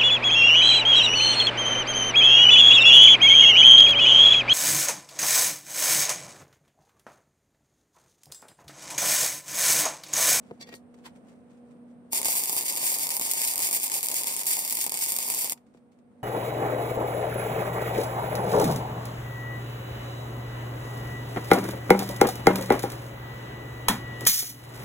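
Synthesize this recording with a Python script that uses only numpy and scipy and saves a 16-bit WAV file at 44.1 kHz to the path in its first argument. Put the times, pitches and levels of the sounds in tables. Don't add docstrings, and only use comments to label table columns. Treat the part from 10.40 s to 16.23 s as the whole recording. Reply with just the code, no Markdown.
import sys
import numpy as np
from scipy import signal
from scipy.fft import rfft, irfft
from scipy.io import wavfile
from scipy.ndimage import uniform_filter1d, map_coordinates

SR = 44100
rng = np.random.default_rng(int(sys.argv[2]) if len(sys.argv) > 2 else 0)


def bounce(signal):
    frames = np.transpose(np.atleast_2d(signal))
    limited = np.clip(frames, -1, 1)
    pcm = np.round(limited * 32767).astype(np.int16)
    wavfile.write(sys.argv[1], SR, pcm)


N = 257103

# start_s, crack_db, thump_db, hiss_at_short_db, hiss_relit_db
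SHORTS = [(1.7318, -18, -30, 3.5, -4), (1.747, -19, -40, -0.5, 5), (1.757, -24, -33, 8, 3),
          (1.816, -22.5, -37.0, -6, -18), (1.8305, -21, -33, -2, -11), (1.8469, -19, -41.5, 1, 4),
          (1.8563, -14, -26.5, 6, 4), (1.884, -18, -27, 4, 4), (1.92, -20, -34, 1, 0.5),
          (1.9528, -21, -35, -5, 4), (1.969, -20, -34.5, 4, 1.5), (2.0371, -18.5, -46.5, -2, 1),
          (2.0576, -23, -46, -6, -7), (2.073, -26, -51, 1, 1.5), (2.096, -18, -28, 2, -5.5),
          (2.1287, -21, -31.5, -0.5, -3.5), (2.166, -20.5, -29.5, 2.5, 5), (2.21, -21.5, -38, -6, -1),
          (2.226, -24.5, -43, -2, -7.5), (2.2626, -24, -45.5, 6, -2), (2.282, -20, -57, 4, 4),
          (2.3248, -21.5, -62, -5, 0), (2.355, -23.5, -55.5, -3, -15), (2.3628, -23, -48, -3, -1),
          (2.3726, -23, -40.5, 0, 1), (2.4298, -22, -29, 3, 4), (2.5176, -23, -35, 2, 4),
          (2.5864, -21.5, -50, -4.5, -2), (2.5955, -23, -49, -3, 5), (2.6697, -20, -50.0, -4.5, -9.5),
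          (2.6914, -20.5, -33, -6, -18), (2.705, -18.5, -35.5, -6, 5), (2.7174, -22, -36, 4, -2),
          (2.74, -24, -37, 4.5, -3), (2.767, -19, -36, 0, -9.5), (2.7965, -19.5, -31, -11, -13),
          (2.8129, -19, -32.5, 3.5, 0.5), (2.9136, -17, -44, 0.5, -6), (2.9356, -20.5, -48.0, -2.5, 3),
          (3.0171, -17.5, -35, 0.0, 4), (3.1368, -23, -36.5, 0.5, -8), (3.1577, -19.5, -45.5, -8, -4),
          (3.1791, -18.5, -42, 0, -8), (3.192, -22, -32, -2.5, 2), (3.203, -23, -49, -2, 3),
          (3.2206, -22, -34, 3.5, 6.5), (3.289, -22, -33.5, 1, -5), (3.3115, -21, -34.5, 1, -1),
          (3.329, -21, -34, -4, 6), (3.3372, -23, -43, 5, 3), (3.3644, -20.5, -37, 5, 0),
          (3.3998, -22, -53, -4, 2), (3.4316, -20, -56, -3, 5), (3.441, -21.5, -39.5, 0.5, -4),
          (3.4688, -33, -45, 9.5, -10), (3.48, -24, -37, -8, -9), (3.4992, -20, -35.5, -11, -5),
          (3.5179, -19.5, -36, 0, -3), (3.5403, -19, -42, 1, 0.5), (3.5656, -24, -35, 0.5, 2),
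          (3.6084, -26, -54, -11, -7), (3.63, -19.5, -37.5, -4, -0.5), (3.66, -24, -52, -2, -11),
          (3.6693, -25, -47, -19, -4), (3.6857, -17.5, -40.0, -6, -9.5), (3.7009, -21, -37, 1, -15),
          (3.715, -20.5, -51, 3, -4), (3.7426, -20, -47.5, 0.5, 5), (3.813, -24, -45, 0, -3),
          (3.8348, -19.5, -44, -9, -7), (3.8432, -21.5, -33, -24, -2), (3.871, -18.5, -42, 2, 3.5),
          (3.9246, -25, -57, -1, -2), (3.9388, -25.5, -37.5, 1, -3), (3.9585, -27, -48, 0, -2),
          (3.9654, -21, -55, -1, -1), (3.9933, -21.0, -56, -1, 1.5), (4.034, -23.5, -44, -11, -12),
          (4.0568, -24.5, -48, -1, -5), (4.0678, -19.5, -45.5, 3.5, 1.5), (4.1063, -22, -34.5, 6.5, 3.5),
          (4.1686, -18.5, -35, -1, -7), (4.1816, -29, -40, -3, -2), (4.19, -22.5, -37, 2, -0.5),
          (4.2497, -21, -42, -0.5, -2), (4.2776, -22, -52.5, -4, -1.5), (4.2982, -20.5, -56, -9, -2),
          (4.3089, -23, -58, 2, 0), (4.325, -18, -44, 1, 3), (4.3347, -33, -50.5, 0.5, -3),
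          (4.3495, -28, -52, 4, 5), (4.3537, -21.5, -48.5, -8, -10), (4.3706, -20, -39.5, 2, -4),
          (4.3882, -23, -40, -2, 3.5), (4.441, -20.5, -40, 0.5, -5), (4.4648, -18.5, -31.5, -3, -4),
          (4.4786, -27.5, -34.5, -13.5, -22), (4.4949, -21, -46.5, -5, -22), (4.5203, -21, -32, 1, -9),
          (4.5418, -17, -36, 3.5, -1), (4.5734, -21, -54.5, -1, 1), (4.5901, -24, -47, -8, 1),
          (4.6222, -18.5, -36.5, 4.5, 4.5), (4.655, -24, -46.5, -2, -2), (4.6618, -21, -40.5, -6, 0),
          (4.686, -32, -47, 3.5, 1.5), (4.721, -19.5, -35, -1, -1), (4.7408, -25, -50.5, -7, -4.5),
          (4.7644, -18, -33.5, -4, -10), (4.7871, -17.5, -32.5, -5, -6), (4.8027, -25, -54, 0.5, 2),
          (4.879, -24, -36, -1.5, -3.0), (4.8866, -23.5, -48.5, -7, -4), (4.901, -18.5, -32, 0, 2.5),
          (4.9397, -19.5, -32.5, -2, -4.0), (4.9474, -20, -53, -1.5, 0), (4.9787, -27, -36.5, 0, 1.5),
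          (5.045, -19, -33, -2, 0.5), (5.0747, -25, -54, -7, -3), (5.0968, -18.5, -53, -19, -4),
          (5.1212, -17.5, -32, -1, -9)]
# frequency_hz, level_db
ARC_COLOUR = [(700, -38.5), (1400, -25), (1750, -17), (2150, -7.5), (2700, -10.5), (3150, -14),
              (3480, -10.5), (4250, -16), (4700, -6), (5700, -9.5), (6170, -12), (6600, -4.5), (7600, -3.5),
              (8850, -2.5), (9150, -6.5), (9500, -4.5), (11900, -3), (12500, -6), (13200, -3.5),
              (14800, -7), (15700, -13)]
# frequency_hz, level_db
PUFF_COLOUR = [(40, -44.5), (100, -10.5), (220, -2), (450, -1.5), (700, 0.5), (920, 6), (1150, -5),
               (1450, -15.5), (2500, -51)]
# pitch_hz, t60_s, level_db
HOLLOW_MODES = [(810, 0.018, -4.5), (924, 0.058, -0.5)]
# pitch_hz, t60_s, level_db
TUBE_MODES = [(2220, .03, -9), (4090, 0.022, 2), (5230, 0.013, -4), (6800, 0.035, -1.5), (8740, 0.025, 5.5),
              (10300, .015, -6)]
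# peak_s, level_db, rise_s, decay_s, thud_db, ring_over_level_db, tilt_db_per_octave
CLAMP_STROKES = [(0.213, -50.5, 0.0049, 0.0065, -42.5, 7.5, 1.5),
                 (0.227, -51, 0.0054, 0.007, -48, 8.5, 2.5), (.276, -62, 0.008, 0.014, -51, 6, -3),
                 (0.291, -52, 0.0027, 0.007, -40.5, 0, -3), (.329, -51, 0.0072, 0.0056, -46, 6, -6.5),
                 (0.3407, -49.5, 0.0022, 0.0052, -34.5, -1, -4), (0.354, -49.5, 0.0055, 0.014, -64, -9, 9)]
# pitch_hz, t60_s, level_db
STEEL_MODES = [(658, .09, 0), (1120, 0.1, -2), (1600, .04, -7), (1880, 0.098, 6), (2140, 0.098, 4),
               (2295, 0.075, 7.5), (2697, 0.067, -3), (3430, 0.08, 1.5), (3900, 0.035, 6), (4270, 0.043, 3),
               (4500, 0.05, 10.5), (4860, 0.033, -7), (4900, .04, -10), (5700, 0.064, 4), (6070, 0.04, -7),
               (6900, 0.096, 1), (7500, 0.045, -5), (8700, 0.054, -10)]
# frequency_hz, level_db
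SCRAPE_COLOUR = [(500, -22), (1500, 4), (2200, 4), (4600, 5), (7000, -4), (9500, -1), (11300, -20),
                 (14000, -11), (16000, -63)]
# peak_s,
# level_db, decay_s
TICKS = [(.543, -58, 0.0071), (5.177, -55, 0.0056), (5.266, -67, 0.0087), (5.34, -67, 0.017),
         (5.374, -65, 0.007), (5.519, -69, 0.021), (5.589, -69, .007)]
# pitch_hz, t60_s, level_db
NOZZLE_MODES = [(940, .035, 4), (1370, .03, -16), (3010, 0.028, -1), (3380, .025, -12), (3970, .02, -9),
                (7500, 0.023, -3)]
# frequency_hz, level_db
CONTACT_COLOUR = [(300, 6), (900, 12), (2200, 14), (4000, 6), (8500, 0), (12000, -7), (16000, -13)]
# frequency_hz, level_db
TOUCH_COLOUR = [(300, 0.5), (900, 11), (2200, 7.5), (4500, -0.5), (8000, 1.5), (12000, -14), (16000, -14.5)]
# start_s, level_db, contact_s
KNOCKS = [(0.104, -44, .0004), (0.111, -36.5, .00012), (0.115, -24.5, 0.00075), (5.348, -47, 0.00021)]
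# pitch_hz, t60_s, level_db
BENCH_MODES = [(152, 0.075, 7), (208, 0.11, 6.5), (372, 0.034, 22), (468, 0.03, 22), (675, 0.07, 9),
               (860, 0.036, 11), (1060, 0.025, -4), (1920, 0.022, 5)]
# peak_s, level_db, rise_s, decay_s
RUSTLES = [(.07, -68, 0.086, 0.1), (.585, -65, .006, .012), (.762, -61.5, 0.0094, 0.012),
           (.89, -64.5, 0.025, 0.045), (1.105, -66.5, 0.0063, 0.028), (1.176, -69, .005, 0.01),
           (1.312, -66, 0.0058, 0.0082)]
# time_s, level_db
FAN_LEVEL = [(0, -57.5), (.3, -56), (.55, -54), (1.65, -52.5), (2, -81), (5.2, -61), (5.83, -60)]
# multiple, level_db
FAN_PARTIALS = [(1, 10), (2, -2), (3, -11)]
# frequency_hz, level_db
AIR_COLOUR = [(25, -39.5), (60, -10), (130, -2), (235, 6), (295, 0.5), (340, -6), (520, -2.5), (750, -11),
              (1100, -18), (2200, -28.5), (4000, -39.5), (7000, -49), (9000, -30.5), (10500, -52),
              (15000, -51.5)]
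# time_s, level_db
AIR_LEVEL = [(0, -55), (1.7, -55.5), (2.2, -66.5), (5.2, -61), (5.83, -59.5)]
# delay_s, level_db
ECHOES = [(.0011, -6.5), (.0057, -9.5), (.0096, -8)]
# frequency_hz, left_lead_rad
PORT_PHASE = [(0, 0), (1290, 1.63), (1640, 2.5), (3360, 3.5), (4050, 4.5), (4820, 7), (5080, 8.5),
              (6290, 3.5), (6890, 3), (9470, -0.14), (13400, -6), (14400, -6)]
# frequency_hz, left_minus_right_db
PORT_BALANCE = [(60, -0.5), (110, -1), (200, 0), (380, -1.5), (700, 6), (1290, 1), (2380, 0.5),
                (4400, -3.5), (8120, 2), (15000, -1)]

ARC_ON_S, ARC_OFF_S, STRIKE_S, QUENCH_S = 1.727, 5.128, 0.0041, 0.0073
ARC_DB, ARC_DB_PER_S = -29.5, -0.31
HEAVE_DB, HEAVE_DB_PER_S = -43.5, -1.2
RELIT_SHARE = 0.48
PUFF_LAG_S = .0008
MIRROR_S, MIRROR_WANDER_S, MIRROR_DB = .0013, .0002, -11.5
SLIDE_S, SLIDE_DB, SLIDE_RISE_S, SLIDE_DECAY_S = 0.661, -45, 0.0091, 0.014
FIDGET_DB, FIDGET_SPREAD_DB = -85, 4
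BLADE_HZ = 241.8
TOP_HZ = 15650


def arc(short_s=0.0034, relight_s=0.00059, snuff=0.5, spatter_s=0.00086, crack_db=17.0, spatter_db=-1.0,
        snap_db=-10, thump_db=18.0, surge_db=0.68, tube_db=-22, hollow_db=-14):
    times, crack, thump, shorting_db, relit_db = np.transpose(SHORTS)
    length = arc_length(times, shorting_db, relit_db)
    shorts = strikes(times, np.ones(len(times)))
    bursts = strikes(times, undb(crack))

    dimming = lead_in(shorts, short_s) + die_away(shorts, relight_s)
    burning = 1 - np.clip(snuff * dimming, 0, .7)
    strength = current(ARC_DB, ARC_DB_PER_S) * length * undb(surge_db * walk(70))
    frying = grains(rate=14000, spread_db=2.5) * undb(1.8 * walk(450))
    snaps = grains(rate=45, spread_db=-3.5) * undb(snap_db)
    spray = undb(spatter_db) * die_away(bursts, spatter_s) * rng.standard_normal(N)
    crackle = (frying + snaps) * strength * burning + undb(crack_db) * bursts + spray

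    heave = grains(rate=700, spread_db=2.5) * current(HEAVE_DB, HEAVE_DB_PER_S)
    heave = heave * np.minimum(length / undb(-4.0), 1)
    puffs = heave + undb(thump_db) * strikes(times + PUFF_LAG_S, undb(thump))

    delay = MIRROR_S + MIRROR_WANDER_S * walk(2)
    mirrored = map_coordinates(crackle, [(clock() - delay) * SR], order=3)
    crackle = crackle + undb(MIRROR_DB) * mirrored
    crackle = place(crackle, scatter_db=-4, scatter_s=.0008, room_db=-22, room_t60=.15)
    crackle = crackle + undb(tube_db) * ring(crackle, TUBE_MODES)
    puffs = place(puffs, scatter_db=-6.5, scatter_s=.004, room_db=-9.5, room_t60=0.31)

    bright = flicker(colour(crackle, ARC_COLOUR), depth_db=2.0)
    boom = undb(hollow_db) * ring(puffs, HOLLOW_MODES)
    return bright + colour(puffs, PUFF_COLOUR) + boom


def current(db, db_per_s):
    t = clock()
    edges = np.minimum((t - ARC_ON_S) / STRIKE_S, (ARC_OFF_S - t) / QUENCH_S)
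    gate = np.exp(np.clip(edges, -50, 0))
    return gate * undb(db + db_per_s * (t - ARC_ON_S))


def arc_length(times, shorting_db, relit_db):
    relit = times + RELIT_SHARE * np.diff(times, append=ARC_OFF_S)
    return curve(np.column_stack([times, shorting_db, relit, relit_db]).reshape(-1, 2))


def flicker(x, above_hz=10000, depth_db=2):
    top = signal.sosfiltfilt(signal.butter(2, above_hz, "high", fs=SR, output="sos"), x)
    return x + top * (undb(depth_db * walk(35)) - 1)


def clamp(scrape_db=-1, spot_db=1, pivot_hz=3000):
    slips = place(grains(rate=3500, spread_db=3.5), scatter_db=1.5, scatter_s=0.0012, room_db=-18, room_t60=.12)
    spots = rng.standard_normal((len(CLAMP_STROKES), len(STEEL_MODES)))
    sound, push = 0, 0
    for (s, db, rise, decay, thud_db, ring_db, tilt), spot in zip(CLAMP_STROKES, spots):
        stroke = undb(db) * swell(s, rise, decay) * slips
        modes = [(hz, t60, mode_db + tilt * np.log2(hz / pivot_hz) + spot_db * chance)
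                 for (hz, t60, mode_db), chance in zip(STEEL_MODES, spot)]
        scrape = [(hz, band_db + tilt * np.log2(hz / pivot_hz)) for hz, band_db in SCRAPE_COLOUR]
        sound = sound + undb(ring_db) * ring(stroke, modes)
        sound = sound + undb(scrape_db) * colour(stroke, scrape)
        push = push + undb(thud_db) * swell(s, rise, decay / 2)
    return sound + ring(push * slips, BENCH_MODES)


def torch(tick_rise_s=0.0015, ring_db=-4, tick_ring_db=-15, bench_db=-7):
    slips = place(grains(rate=3600, spread_db=-3.0), scatter_db=8, scatter_s=0.0026, room_db=-12, room_t60=.12)
    slide = undb(SLIDE_DB) * swell(SLIDE_S, SLIDE_RISE_S, SLIDE_DECAY_S) * slips
    ticks = sum(undb(db) * swell(s, tick_rise_s, decay) for s, db, decay in TICKS) * slips
    grating = colour(slide, CONTACT_COLOUR) + undb(ring_db) * ring(slide, NOZZLE_MODES)
    jarring = undb(bench_db) * ring(slide, BENCH_MODES)
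    ticking = colour(ticks, TOUCH_COLOUR) + undb(tick_ring_db) * ring(ticks, STEEL_MODES)
    return grating + jarring + ticking


def knock(body_db=21, tick_db=-14, lowest_hz=90):
    blows = sum(die_away(strikes([s], [undb(db)]), contact) / (contact * SR) for s, db, contact in KNOCKS)
    blows = signal.sosfilt(signal.butter(2, lowest_hz, "high", fs=SR, output="sos"), ports(blows))
    return undb(body_db) * ring(blows, BENCH_MODES) + undb(tick_db) * colour(blows, CONTACT_COLOUR)


def gloves():
    strokes = sum(undb(db) * swell(s, rise, decay) for s, db, rise, decay in RUSTLES)
    fidget = undb(FIDGET_DB + FIDGET_SPREAD_DB * walk(23))
    rubbing = (strokes + fidget) * grains(rate=1800, spread_db=3)
    placed = place(rubbing, scatter_db=2.0, scatter_s=0.0015, room_db=-11, room_t60=0.11)
    return colour(placed, TOUCH_COLOUR)


def fan(waver=0.0019, gusty=0.2, right_db=1):
    turn = 2 * np.pi * np.cumsum(BLADE_HZ * (1 + waver * walk(6))) / SR
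    tones = 0
    for k, db in FAN_PARTIALS:
        steady = (1 + gusty * walk(20)) * np.sin(k * turn)
        flutter = gusty * walk(20) * np.cos(k * turn)
        tones = tones + undb(db) * (steady + flutter)
    air = unit(colour(diffuse(), AIR_COLOUR)) * curve(AIR_LEVEL) * undb(.6 * walk(6))
    balance = undb(np.array([[-right_db], [right_db]]) / 2)
    return (unit(tones) * curve(FAN_LEVEL) + air) * balance


def place(x, scatter_db, scatter_s, room_db, room_t60, echo_s=0.0021, size=8192):
    t = np.arange(size) / SR
    near, far = np.exp(-2 * t / scatter_s), undb(-120 * t / room_t60)
    echoes = sum(undb(2 * db) * np.exp(-((t - s) / echo_s) ** 2) for s, db in ECHOES)
    echoes = echoes / (np.sqrt(np.pi) * echo_s * SR)
    energy = undb(2 * scatter_db) * near / near.sum() + undb(2 * room_db) * far / far.sum() + echoes
    scattered = np.sqrt(np.abs(convolve(x ** 2, energy))) * diffuse()
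    return (ports(x) + scattered) / np.sqrt(1 + energy.sum())


def diffuse(wide_hz=700, bass_side=0.552):
    mid, side = rng.standard_normal((2, N))
    treble = signal.sosfilt(signal.butter(2, wide_hz, "high", fs=SR, output="sos"), side)
    return unit(mid + np.array([[1], [-1]]) * (bass_side * side + (1 - bass_side) * treble))


def ports(x, size=256):
    f = np.arange(size // 2 + 1) * SR / size
    phase = np.interp(f, *np.transpose(PORT_PHASE))
    balance_db = np.interp(f, *np.transpose(PORT_BALANCE))
    half = np.exp(1j * phase / 2) * undb(balance_db / 2)
    responses = [np.fft.fftshift(irfft(h)) * np.hanning(size) for h in (half, 1 / half)]
    return np.array([signal.oaconvolve(x, response, "same") for response in responses])


def ring(x, modes, size=8192):
    t = np.arange(size) / SR
    response = sum(undb(db) * np.cos(2 * np.pi * hz * t) * np.exp(-np.log(1000) * t / t60)
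                   for hz, t60, db in modes)
    return convolve(x, response / np.linalg.norm(response))


def colour(x, points, size=4096):
    hz, db = np.transpose(points)
    f = np.maximum(np.arange(size // 2 + 1) * SR / size, 1)
    cepstrum = irfft(np.log(undb(np.interp(np.log(f), np.log(hz), db))))
    cepstrum[1:size // 2] *= 2
    cepstrum[size // 2 + 1:] = 0
    response = irfft(np.exp(rfft(cepstrum)))
    return convolve(x, response / np.linalg.norm(response))


def convolve(x, response):
    return signal.oaconvolve(x, response if x.ndim == 1 else response[None], axes=-1)[..., :N]


def grains(rate, spread_db):
    polarity, size = rng.standard_normal((2, N))
    clicks = (rng.random(N) < rate / SR) * np.sign(polarity)
    return unit(clicks * undb(spread_db * np.clip(size, -2.5, 2.5)))


def strikes(times, sizes):
    return np.bincount((np.asarray(times) * SR).astype(int), sizes, N)[:N]


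def swell(at, rise, decay):
    t = clock() - at
    return np.exp(np.maximum(np.minimum(t / rise, -t / decay), -50))


def die_away(x, decay_s):
    return convolve(x, np.exp(-clock()[:SR // 4] / decay_s))


def lead_in(x, rise_s):
    return die_away(x[::-1], rise_s)[::-1]


def walk(rate):
    k = max(int(SR / rate), 1)
    steps = np.repeat(rng.standard_normal(N // k + 1), k)
    return 1.3 * uniform_filter1d(uniform_filter1d(steps, k), k)[:N]


def curve(rows):
    return undb(np.interp(clock(), *np.transpose(rows)))


def unit(x):
    return x / np.sqrt(np.mean(x ** 2))


def undb(db):
    return 10 ** (np.asarray(db) / 20)


def clock():
    return np.arange(N) / SR


def scene():
    return arc() + clamp() + torch() + knock() + gloves() + fan()


def record(dry):
    rounded = .6 * np.tanh(dry / .6)
    return signal.sosfilt(signal.ellip(10, .2, 70, TOP_HZ, fs=SR, output="sos"), rounded)


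dry = scene()
out = record(dry)
bounce(out)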